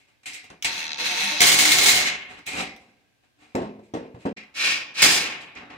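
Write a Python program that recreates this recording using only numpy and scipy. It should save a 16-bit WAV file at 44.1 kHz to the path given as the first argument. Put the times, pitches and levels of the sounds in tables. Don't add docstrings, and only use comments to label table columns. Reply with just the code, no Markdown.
import sys
import numpy as np
from scipy import signal
from scipy.fft import rfft, irfft
from scipy.io import wavfile
from scipy.ndimage import uniform_filter1d

SR = 44100
rng = np.random.default_rng(int(sys.argv[2]) if len(sys.argv) > 2 else 0)


def persist_wave(psi):
    counts = np.round(np.clip(psi, -1, 1) * 32767).astype(np.int16)
    wavfile.write(sys.argv[1], SR, np.atleast_2d(counts).T)


def level_to_linear(level):
    exponent = np.asarray(level, float) / 20
    return 10 ** exponent


N = 254456
CUT_S, BACK_S, FADE_S = 4.33, 4.363, .01

# (frequency [Hz], level per Hz [dB])
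AIR = [(18, -38), (30, -10), (131, 0), (170, -22), (245, -4.5), (1460, -17), (1590, -7), (1860, -15),
       (2680, -12.5), (16000, -32)]
AIR_DB = -69
# (frequency [Hz], decay by 60 dB [s])
ROOM_T60 = [(100, 1), (700, 0.8), (2000, 0.11), (5000, 0.41), (12000, 0.1)]
# (frequency [Hz], likeness [-1 to 1])
LIKENESS = [(60, 0.88), (290, 0.99), (640, 0.7), (1400, 0.5), (15000, 0.048)]
# (frequency [Hz], level [dB])
LEFT_RIGHT = [(60, 0), (110, -2), (200, -0.5), (380, 0.5), (700, -0.5), (1290, 1), (2380, -0.5), (4400, 2),
              (8120, -3.5), (15000, -1.5)]
RIGHT_LAG = (14, 3)
# (frequency [Hz], level [dB])
DISTANCE_LOSS = [(6000, 0.5), (16000, -11)]

# (time [s], peak [dB], main mode [Hz], ring scale [ratio])
THUDS = [
    (0.503, -37, 207, 0.55),
    (1.406, -19, 269.3, 0.22),
    (3.5488, -13.5, 259, 1.0),
    (3.612, -20.5, 262.3, 0.94),
    (3.79, -35, 255, 0.24),
    (3.9375, -16, 311, 0.97),
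    (4.143, -30, 122, 0.44),
    (4.2527, -13.5, 271, 0.53),
    (5.03, -17.5, 400, 0.14),
]
# (frequency re main mode [ratio], level [dB], decay by 60 dB [s])
THUD_MODES = [(1.001, 1, 0.39), (.8, -6, 0.7), (.45, -13.5, .4), (1.4, -7.5, 0.51), (1.75, -10, 0.5),
              (2.1, -11.5, .25), (2.6, -10, .2), (1.4, -11.5, .12)]
SETTLE_DB, SETTLE_DB_PER_S, SETTLE_BRIGHT_DB = -24.5, 101, -4

# (start [s], rise [s], track ring [dB], fall [dB/s], brightness [dB])
HANDLING = [(-.01, 0.0065, -59.5, 90, 2.5), (.07, 0.015, -64, 86, 0.5), (.23, .005, -56.5, 200, 3.5),
            (0.256, 0.004, -36.5, 78, 7), (.332, 0.0098, -40, 135, 8), (.43, 0.013, -49, 150, 1.5),
            (0.498, .006, -46, 182, -3), (.642, .008, -23.5, 218.5, 7), (2.27, 0.045, -44.5, 87, -2),
            (2.37, 0.019, -47.5, 250, -2), (2.456, .022, -32.5, 68, 4.5), (2.498, .11, -26.5, 131, 0),
            (2.74, 0.074, -59.5, 47.5, -0.5), (3.215, 0.028, -64.5, 199, -1), (3.37, 0.056, -56, 51, -0.5),
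            (3.82, 0.025, -66.5, 100, 5.5), (4.162, 0.057, -55.5, 58.5, 0.5),
            (4.361, 0.013, -40.5, 133.5, 6.5), (5.395, 0.019, -56.5, 151, 24),
            (5.545, 0.0236, -38.5, 102, 0), (5.694, 0.013, -42, 86, -2)]
# (frequency [Hz], level per Hz [dB])
SLIDING = [(18, -53), (30, 3), (190, -1.5), (241, 4), (275, -15.5), (419, -5.5), (748, -12.5), (1340, -16),
           (2520, 9), (4490, -33.5), (8460, -20), (14300, -36), (16400, -41.5)]
# (frequency [Hz], width [Hz], level [dB])
BIT = [(284, 53, -0.5), (737, 34, -2), (2080, 248, 8), (2432, 25, 13.5), (3800, 22, -5),
       (5360, 1200, -13.5), (6010, 80, -11.5), (6670, 53, -17), (7340, 9.6, -12)]
# (frequency [Hz], width [Hz], level [dB])
SQUEAK = (7900, 1340, -18.5)
# (time [s], peak [dB], highs re peak [dB])
TICKS = [(0.2328, -58, -8), (0.2613, -38, -17), (0.3341, -29, -22), (0.4424, -40, -13), (0.5022, -37, -22),
         (2.2565, -55, -1), (2.39, -42, -17), (2.4654, -28, 0), (2.7384, -48, -16), (2.7631, -37, -12),
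         (3.5523, -22.5, -15.5), (3.9389, -33.5, -18.5), (4.2541, -39, -18), (5.5528, -39, -34),
         (5.7024, -48, -34)]

# (middle [s], frequency [Hz], level [dB])
HUMS = [(1.03, 496, -42), (1.03, 312, -46), (1.125, 200, -50), (1.125, 351, -46.5), (1.13, 722, -36),
        (1.2, 473, -45.5), (1.24, 757, -37), (1.27, 201, -37), (1.28, 906, -41), (1.345, 300.6, -43),
        (1.345, 600, -40), (1.345, 902, -37.5), (1.44, 718, -25.5), (1.69, 304, -32.5), (3.42, 300, -62)]
HUM_S = 0.071

# (time [s], peak [dB])
BLOWS = [(0.6245, -17), (0.6464, -13), (1.4051, -3), (1.4174, -3), (1.4364, -5), (1.4444, -7), (1.5184, -7),
         (1.5274, -5), (1.5884, -7), (1.6531, -6), (1.719, -4), (1.7854, -6), (1.8602, -4), (1.8864, -5),
         (5.0205, -3), (5.0274, -3), (5.0394, -3), (5.0464, -2)]
BLOW_HIGHS_DB = -13
# (time [s], knock rate [1/s], slack in the gears [0-1])
SPIN = [(.62, 84, 0), (.8, 80, .3), (.87, 78.5, .9), (.93, 77, 1), (.968, 64, 1), (.985, 160, .2),
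        (1.4, 153, .1), (1.9, 155, .2), (2.1, 140, 0), (4.54, 200, .2), (4.68, 330, .3), (4.93, 120, 0),
        (4.945, 220, .4), (5.02, 450, .1), (5.4, 200, 0)]
KNOCK_S = .8797
DROP_DB, SLACK_DROP_DB = 4.5, 11.5
# (frequency [Hz], width [Hz], level [dB])
GEAR_CASE = [(4060, 350, 0.5), (5800, 830, -14.5), (2300, 500, -14.5)]
KNOCK_RE_GEAR_DB, KNOCK_TOP_DB, SLACK_KNOCK_DB = 1.5, -30.5, 16.5
# (frequency [Hz], level per Hz [dB])
RUNNING = [(24, -51.5), (40, -22.5), (127, -15), (195, -11), (307, -7), (426, -18.5), (483, -12.5),
           (883, -18), (1000, -15.5), (2540, -8), (5980, -16.5), (15200, -38), (16400, -42)]
# (frequency [Hz], level per Hz [dB])
HAMMERED = [(24, -57), (40, -12.5), (299, -1.5), (621, -11), (741, -6), (799, -9), (1360, -11.5),
            (2130, -4), (2880, -9), (8290, -14.5), (12100, -24), (15200, -21.5), (16400, -34.5)]
# (frequency [Hz], width [Hz], level [dB])
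HOUSING = [(205, 12, -13), (718, 31, -9), (914, 46, -12), (1327, 60, -7.5), (1884, 510, -1.5),
           (2310, 100, 5.5), (2420, 23, -0.5), (2563, 170, 5), (3237, 300, -7), (3910, 780, -3.5),
           (6100, 870, -15.5)]
# (frequency [Hz], width [Hz], level [dB])
TRACK = [(730, 47, -7.5), (915, 44, -13.5), (2160, 120, -2), (2620, 60, -9.5), (2990, 40, -9),
         (3430, 25, -8), (4080, 200, -15), (5195, 50, -11.5), (5460, 28, -12), (5870, 80, -12.5),
         (8000, 90, -18.5)]
# (frequency [Hz], width [Hz], level [dB])
FAR_TRACK = [(820, 16, -29), (1903, 33, -4), (2220, 52, -5), (2440, 220, 0), (3600, 29, -27),
             (4556, 38, -2.5), (4930, 160, -8), (5420, 140, -5), (5820, 39, -12.5), (6700, 110, -23),
             (6450, 24, -29.5)]

# (start [s], rise [s], hold [s], track ring [dB], fall [dB/s])
RUNS = [
    (.622, .006, .012, -44.5, 199),
    (.643, .007, 0.0019, -29, 210.5),
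    (.65, .03, .12, -34, 40),
    (.97, .03, .32, -29, 122.5),
]
# (start [s], rise [s], hold [s], track ring [dB], fall [dB/s])
HAMMERING = [
    (1.401, .012, 0.015, -23.5, 303.3),
    (1.407, 0.025, .5, -21.5, 92),
]
# (start [s], rise [s], hold [s], track ring [dB], fall [dB/s])
FAR_RUNS = [
    (4.538, .11, .03, -23.5, 95),
    (4.73, 0.024, 0.016, -33.5, 130),
    (4.935, 0.0785, .002, -25, 900),
]
# (start [s], rise [s], hold [s], track ring [dB], fall [dB/s])
FAR_HAMMERING = [
    (5.017, 0.0067, 0.014, -18, 152),
    (5.018, 0.012, 0.11, -25, 89),
]

PART_EDGES_HZ = [60, 1300, 3400, 7000, 16800]
# rows (level [dB]), (share [ratio])
RUN_VOICE = [(-8, 0, -1.7, -11.5), (0.7, 1.3, 0.74, 5)]
# rows (level [dB]), (share [ratio])
HAMMER_VOICE = [(-11, 0, 2.6, -3), (1.57, 1.11, 2.45, 4.5)]
# rows (level [dB]), (share [ratio])
FAR_RUN_VOICE = [(-16.5, 0, -2.5, -10.5), (0.86, 1.22, 1.7, 2.5)]
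# rows (level [dB]), (share [ratio])
FAR_HAMMER_VOICE = [(-11.5, 0, 2.8, -2.5), (0.75, 0.94, 1.89, 2.6)]
# rows (level [dB]), (share [ratio])
RUB_VOICE = [(-2, 0, -8.5, -14), (1.75, 1.387, 1.72, 2.5)]
# rows (level [dB]), (share [ratio])
FAR_RUB_VOICE = [(-4, 0.17, -13.5, -34.5), (0.56, 1.12, 1.86, 2)]
BRIGHT_SHARES = (-1.3, 0, 0.8, 1.36)
THROB_DB = (1.5, 3, 4, 6)
THROB_S = .045
SLACK_LOSS_DB = (0.1, 0.1, 4, 3)
FLUTTER_DB = (0.1, 1.199, 1.5, 2.5)
RISE_POWER, KNEE_SHARE = 1.3, 0.37


def rms_one(x):
    return x / np.sqrt(np.mean(x ** 2) + 1e-20)


def at_hz(points, hz):
    table_hz, values = np.transpose(points)
    return np.interp(np.log(hz), np.log(table_hz + 1e-9), values)


def colour(x, points):
    hz = np.maximum(np.fft.rfftfreq(x.shape[-1], 1 / SR), 10)
    return irfft(rfft(x) * level_to_linear(at_hz(points, hz)), x.shape[-1])


def band(x, low_hz, high_hz):
    return signal.sosfilt(signal.butter(3, [low_hz, high_hz], "band", fs=SR, output="sos"), x)


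def resonate(x, hz, width_hz):
    r = np.exp(-np.pi * width_hz / SR)
    poles = [1, -2 * r * np.cos(2 * np.pi * hz / SR), r * r]
    return signal.lfilter([(1 - r * r) / 2, 0, (r * r - 1) / 2], poles, x + 1e-18)


def two_ports(x):
    near = np.arange(N) < CUT_S * SR
    return np.array([x, np.where(near, np.roll(x, RIGHT_LAG[0]), np.roll(x, RIGHT_LAG[1]))])


def track(x, spectrum, modes, ring_db):
    rings = sum((-1) ** k * level_to_linear(db) * resonate(x, hz, width) for k, (hz, width, db) in enumerate(modes))
    return colour(x, spectrum) + level_to_linear(ring_db) * rings


def grains(per_s, spread_db, scatter_db):
    sizes = level_to_linear(spread_db * np.minimum(rng.exponential(1, (3, N)), 5))
    sizes = sizes * rng.choice([-1, 1], (3, N))
    contacts = rms_one(sizes * (rng.random((3, N)) < per_s / SR))
    rough = contacts + .5 * rng.standard_normal((3, N))
    return two_ports(rough[0]) + level_to_linear(scatter_db) * band(rough[1:], 510, 19000)


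def strokes_db(rows, voice, brightness_db=0):
    t = np.arange(0, N + 32, 32) / SR
    start, rise, hold, level_db, fall = np.transpose(rows)[:, :, None, None]
    part_db, share = np.array(voice)[:, :, None]
    bright_db = np.reshape(brightness_db, (-1, 1, 1)) * np.array(BRIGHT_SHARES)[:, None]
    after = np.maximum(t - start - rise - hold, 0)
    knee = KNEE_SHARE * np.abs(hold)
    db = level_db + part_db + bright_db - share * fall * (np.hypot(after, knee) - knee)
    gain = level_to_linear(db) * np.clip((t - start) / rise, 0, 1) ** RISE_POWER
    gain = gain * ((start > CUT_S) | (t < CUT_S))
    total = 10 * np.log10(np.sum(gain ** 2, axis=0) + 1e-20)
    return np.array([np.interp(np.arange(N) / SR, t, part) for part in total])


def played(x, parts_db):
    parts = [band(x, low, high) for low, high in zip(PART_EDGES_HZ, PART_EDGES_HZ[1:])]
    return sum(part / np.std(part.mean(axis=0)) * level_to_linear(db) for part, db in zip(parts, parts_db))


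def room_air():
    return level_to_linear(AIR_DB) * rms_one(colour(rng.standard_normal((2, N)), AIR))


def room(x, early_db, late_db):
    t = np.arange(SR) / SR
    edges = np.geomspace(40, 19000, 12)
    white = rng.standard_normal((2, 2, SR))
    answer = np.zeros((2, SR))
    for k, (low, high) in enumerate(zip(edges, edges[1:])):
        hz = np.sqrt(low * high)
        early = level_to_linear(-60 * t / .04)
        late = level_to_linear(-60 * t / at_hz(ROOM_T60, hz)) * np.minimum(t / 0.011, 1)
        shape = level_to_linear(early_db) * early / np.linalg.norm(early) + level_to_linear(late_db) * late / np.linalg.norm(late)
        mid, side = band(white[k % 2] * shape, low, high)
        alike = np.clip(at_hz(LIKENESS, hz), -1, 1)
        answer += np.sqrt((1 + alike) / 2) * mid + np.sqrt((1 - alike) / 2) * side * [[1], [-1]]
    before = np.arange(N) < CUT_S * SR
    first, second = (signal.fftconvolve((x * part)[None], answer, axes=1)[:, :N] for part in (before, ~before))
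    return np.where(before, first, second)


def thuds():
    out = np.zeros(N + SR)
    t = np.arange(SR // 2) / SR
    ratio, db, t60 = np.transpose(THUD_MODES)[:, :, None]
    for s, peak_db, hz, scale in THUDS:
        strength, detune = rng.standard_normal((2, len(THUD_MODES), 1))
        push = rng.standard_normal(len(t))
        tones = np.sin(2 * np.pi * hz * ratio * (1 + .02 * detune) * t)
        modes = np.sum(level_to_linear(db + 1.5 * strength) * level_to_linear(-60 * t / (t60 * scale)) * tones, axis=0)
        dull = band(push, 160, 528) * level_to_linear(-60 * t / (.5 * scale))
        dull = dull + 0.64 * band(push, 600, 980) * level_to_linear(-60 * t / (0.42 * scale))
        hit = modes / np.abs(modes).max() + level_to_linear(-2.5) * dull / np.abs(dull).max()
        first = round(s * SR)
        out[first:first + len(t)] += level_to_linear(peak_db - 2.5) * hit / np.abs(hit).max()
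    return band(out[:N], 61, 4500)


def handling():
    clumps = level_to_linear(17 * uniform_filter1d(rng.standard_normal(N), size=300))
    contacts = clumps * grains(4800, spread_db=0.5, scatter_db=7.5)
    rubbing = track(contacts, SLIDING, list(BIT) + [SQUEAK], ring_db=6.0)
    settling = [(s, .005, db + SETTLE_DB, SETTLE_DB_PER_S / scale, SETTLE_BRIGHT_DB)
                for s, db, hz, scale in THUDS]
    start, rise, level_db, fall, brightness_db = np.transpose(list(HANDLING) + settling)
    rows = np.transpose([start, rise, 0 * rise, level_db, fall])
    far = start > CUT_S
    near_db = strokes_db(rows[~far], RUB_VOICE, brightness_db[~far])
    far_db = strokes_db(rows[far], FAR_RUB_VOICE, brightness_db[far])
    return played(rubbing, np.maximum(near_db, far_db))


def strikes(events, crack_s, ring_db, gain_db):
    length = 4096
    out = np.zeros(N + length)
    t = np.arange(length) / SR
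    for s, peak_db, high_db in events:
        crack = rng.standard_normal(length) * np.exp(-t / crack_s)
        ring = sum(level_to_linear(db) * resonate(crack, hz, width) for hz, width, db in TRACK)
        body = band(crack + level_to_linear(ring_db) * ring, 1500, 7000)
        edge = band(crack, 7000, 20000)
        hit = body / np.abs(body).max() + level_to_linear(high_db + 1.5) * edge / np.abs(edge).max()
        first = round(s * SR)
        out[first:first + length] += level_to_linear(peak_db + gain_db) * hit
    return out[:N]


def ticks():
    return strikes(TICKS, .0007, ring_db=3.0, gain_db=0.5)


def hums():
    t = np.arange(N) / SR
    return sum(level_to_linear(db) * np.exp(-(2 * (t - s) / HUM_S) ** 2) * np.sin(2 * np.pi * hz * t) for s, hz, db in HUMS)


def hammer_blows():
    return strikes([(s, db, BLOW_HIGHS_DB) for s, db in BLOWS], .0012, ring_db=4.0, gain_db=1.5)


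def throb_db():
    t = np.arange(N) / SR
    s = np.array(BLOWS)[:, 0]
    since = t - s[np.maximum(np.searchsorted(s, t) - 1, 0)]
    return -np.array(THROB_DB)[:, None] * np.clip(since / THROB_S, 0, 1)


def gear_knocks(turns, level_db):
    spinning = np.arange(N) / SR > SPIN[0][0]
    clicks = np.diff(np.floor(np.maximum.accumulate(turns)), prepend=0) * spinning
    clicks = clicks * level_to_linear(level_db + rng.normal(0, 2.5, N))
    ring = sum(level_to_linear(db) * resonate(clicks, hz, width) for hz, width, db in GEAR_CASE)
    return 32 * band(ring, 1800, 7200)


def driver():
    s, per_s, slack = np.transpose(SPIN)
    t = np.arange(N) / SR
    slack = np.interp(t, s, slack)
    wobble = uniform_filter1d(rng.standard_normal(N), size=600) * .8
    turns = np.cumsum(np.interp(t, s, per_s)) / SR + wobble
    turns = turns - turns[round(KNOCK_S * SR)]
    gate = level_to_linear(-(DROP_DB + SLACK_DROP_DB * slack) * np.minimum(6.6 * (turns % 1), 1))
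    gate = gate / np.sqrt(uniform_filter1d(gate ** 2, size=1300))
    rattle = gate * grains(6000, spread_db=1.0, scatter_db=7.0)
    distant = colour(rattle, DISTANCE_LOSS)

    levels = np.array([strokes_db(RUNS, RUN_VOICE),
                       strokes_db(HAMMERING, HAMMER_VOICE) + throb_db(),
                       strokes_db(FAR_RUNS, FAR_RUN_VOICE),
                       strokes_db(FAR_HAMMERING, FAR_HAMMER_VOICE)])
    waver = uniform_filter1d(uniform_filter1d(rng.standard_normal(N), size=900), size=900)
    levels = levels + np.outer(FLUTTER_DB, rms_one(waver)) - np.outer(SLACK_LOSS_DB, slack)
    out = played(track(rattle, RUNNING, HOUSING, ring_db=4.5), levels[0])
    out += played(track(rattle, HAMMERED, TRACK, ring_db=-2.5), levels[1])
    out += played(track(distant, RUNNING, FAR_TRACK, ring_db=3.0), levels[2])
    out += played(track(distant, HAMMERED, FAR_TRACK, ring_db=2.0), levels[3])

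    gear_db = np.max(levels, axis=0)[2]
    knock_db = np.minimum(gear_db + KNOCK_RE_GEAR_DB, KNOCK_TOP_DB) + SLACK_KNOCK_DB * slack
    return out, gear_knocks(turns, knock_db)


def scene():
    low = thuds() + hums()
    rattle, knocks = driver()
    steady = rattle + handling()
    hits = hammer_blows() + ticks()
    mix = room_air() + steady + two_ports(hits + knocks + low)
    mix = mix + room(steady[0], early_db=-9.5, late_db=-9.5)
    mix = mix + room(hits + .3 * low, early_db=-5, late_db=-6)
    t = np.arange(N) / SR
    return mix * np.clip(np.maximum((CUT_S - t) / .003, (t - BACK_S) / FADE_S), 0, 1)


def roll_off(x):
    return signal.sosfilt(signal.butter(12, 16510, fs=SR, output="sos"), x)


def record(dry):
    left_half = [(hz, db / 2) for hz, db in LEFT_RIGHT]
    right_half = [(hz, -db / 2) for hz, db in LEFT_RIGHT]
    ports = np.array([colour(dry[0], left_half), colour(dry[1], right_half)])
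    rounded = 1.1 * np.tanh(ports / 1.1)
    top = signal.cheby2(16, 60, 16350, fs=SR, output="sos")
    return roll_off(signal.sosfilt(top, rounded))


dry = scene()
out = record(dry)
persist_wave(out)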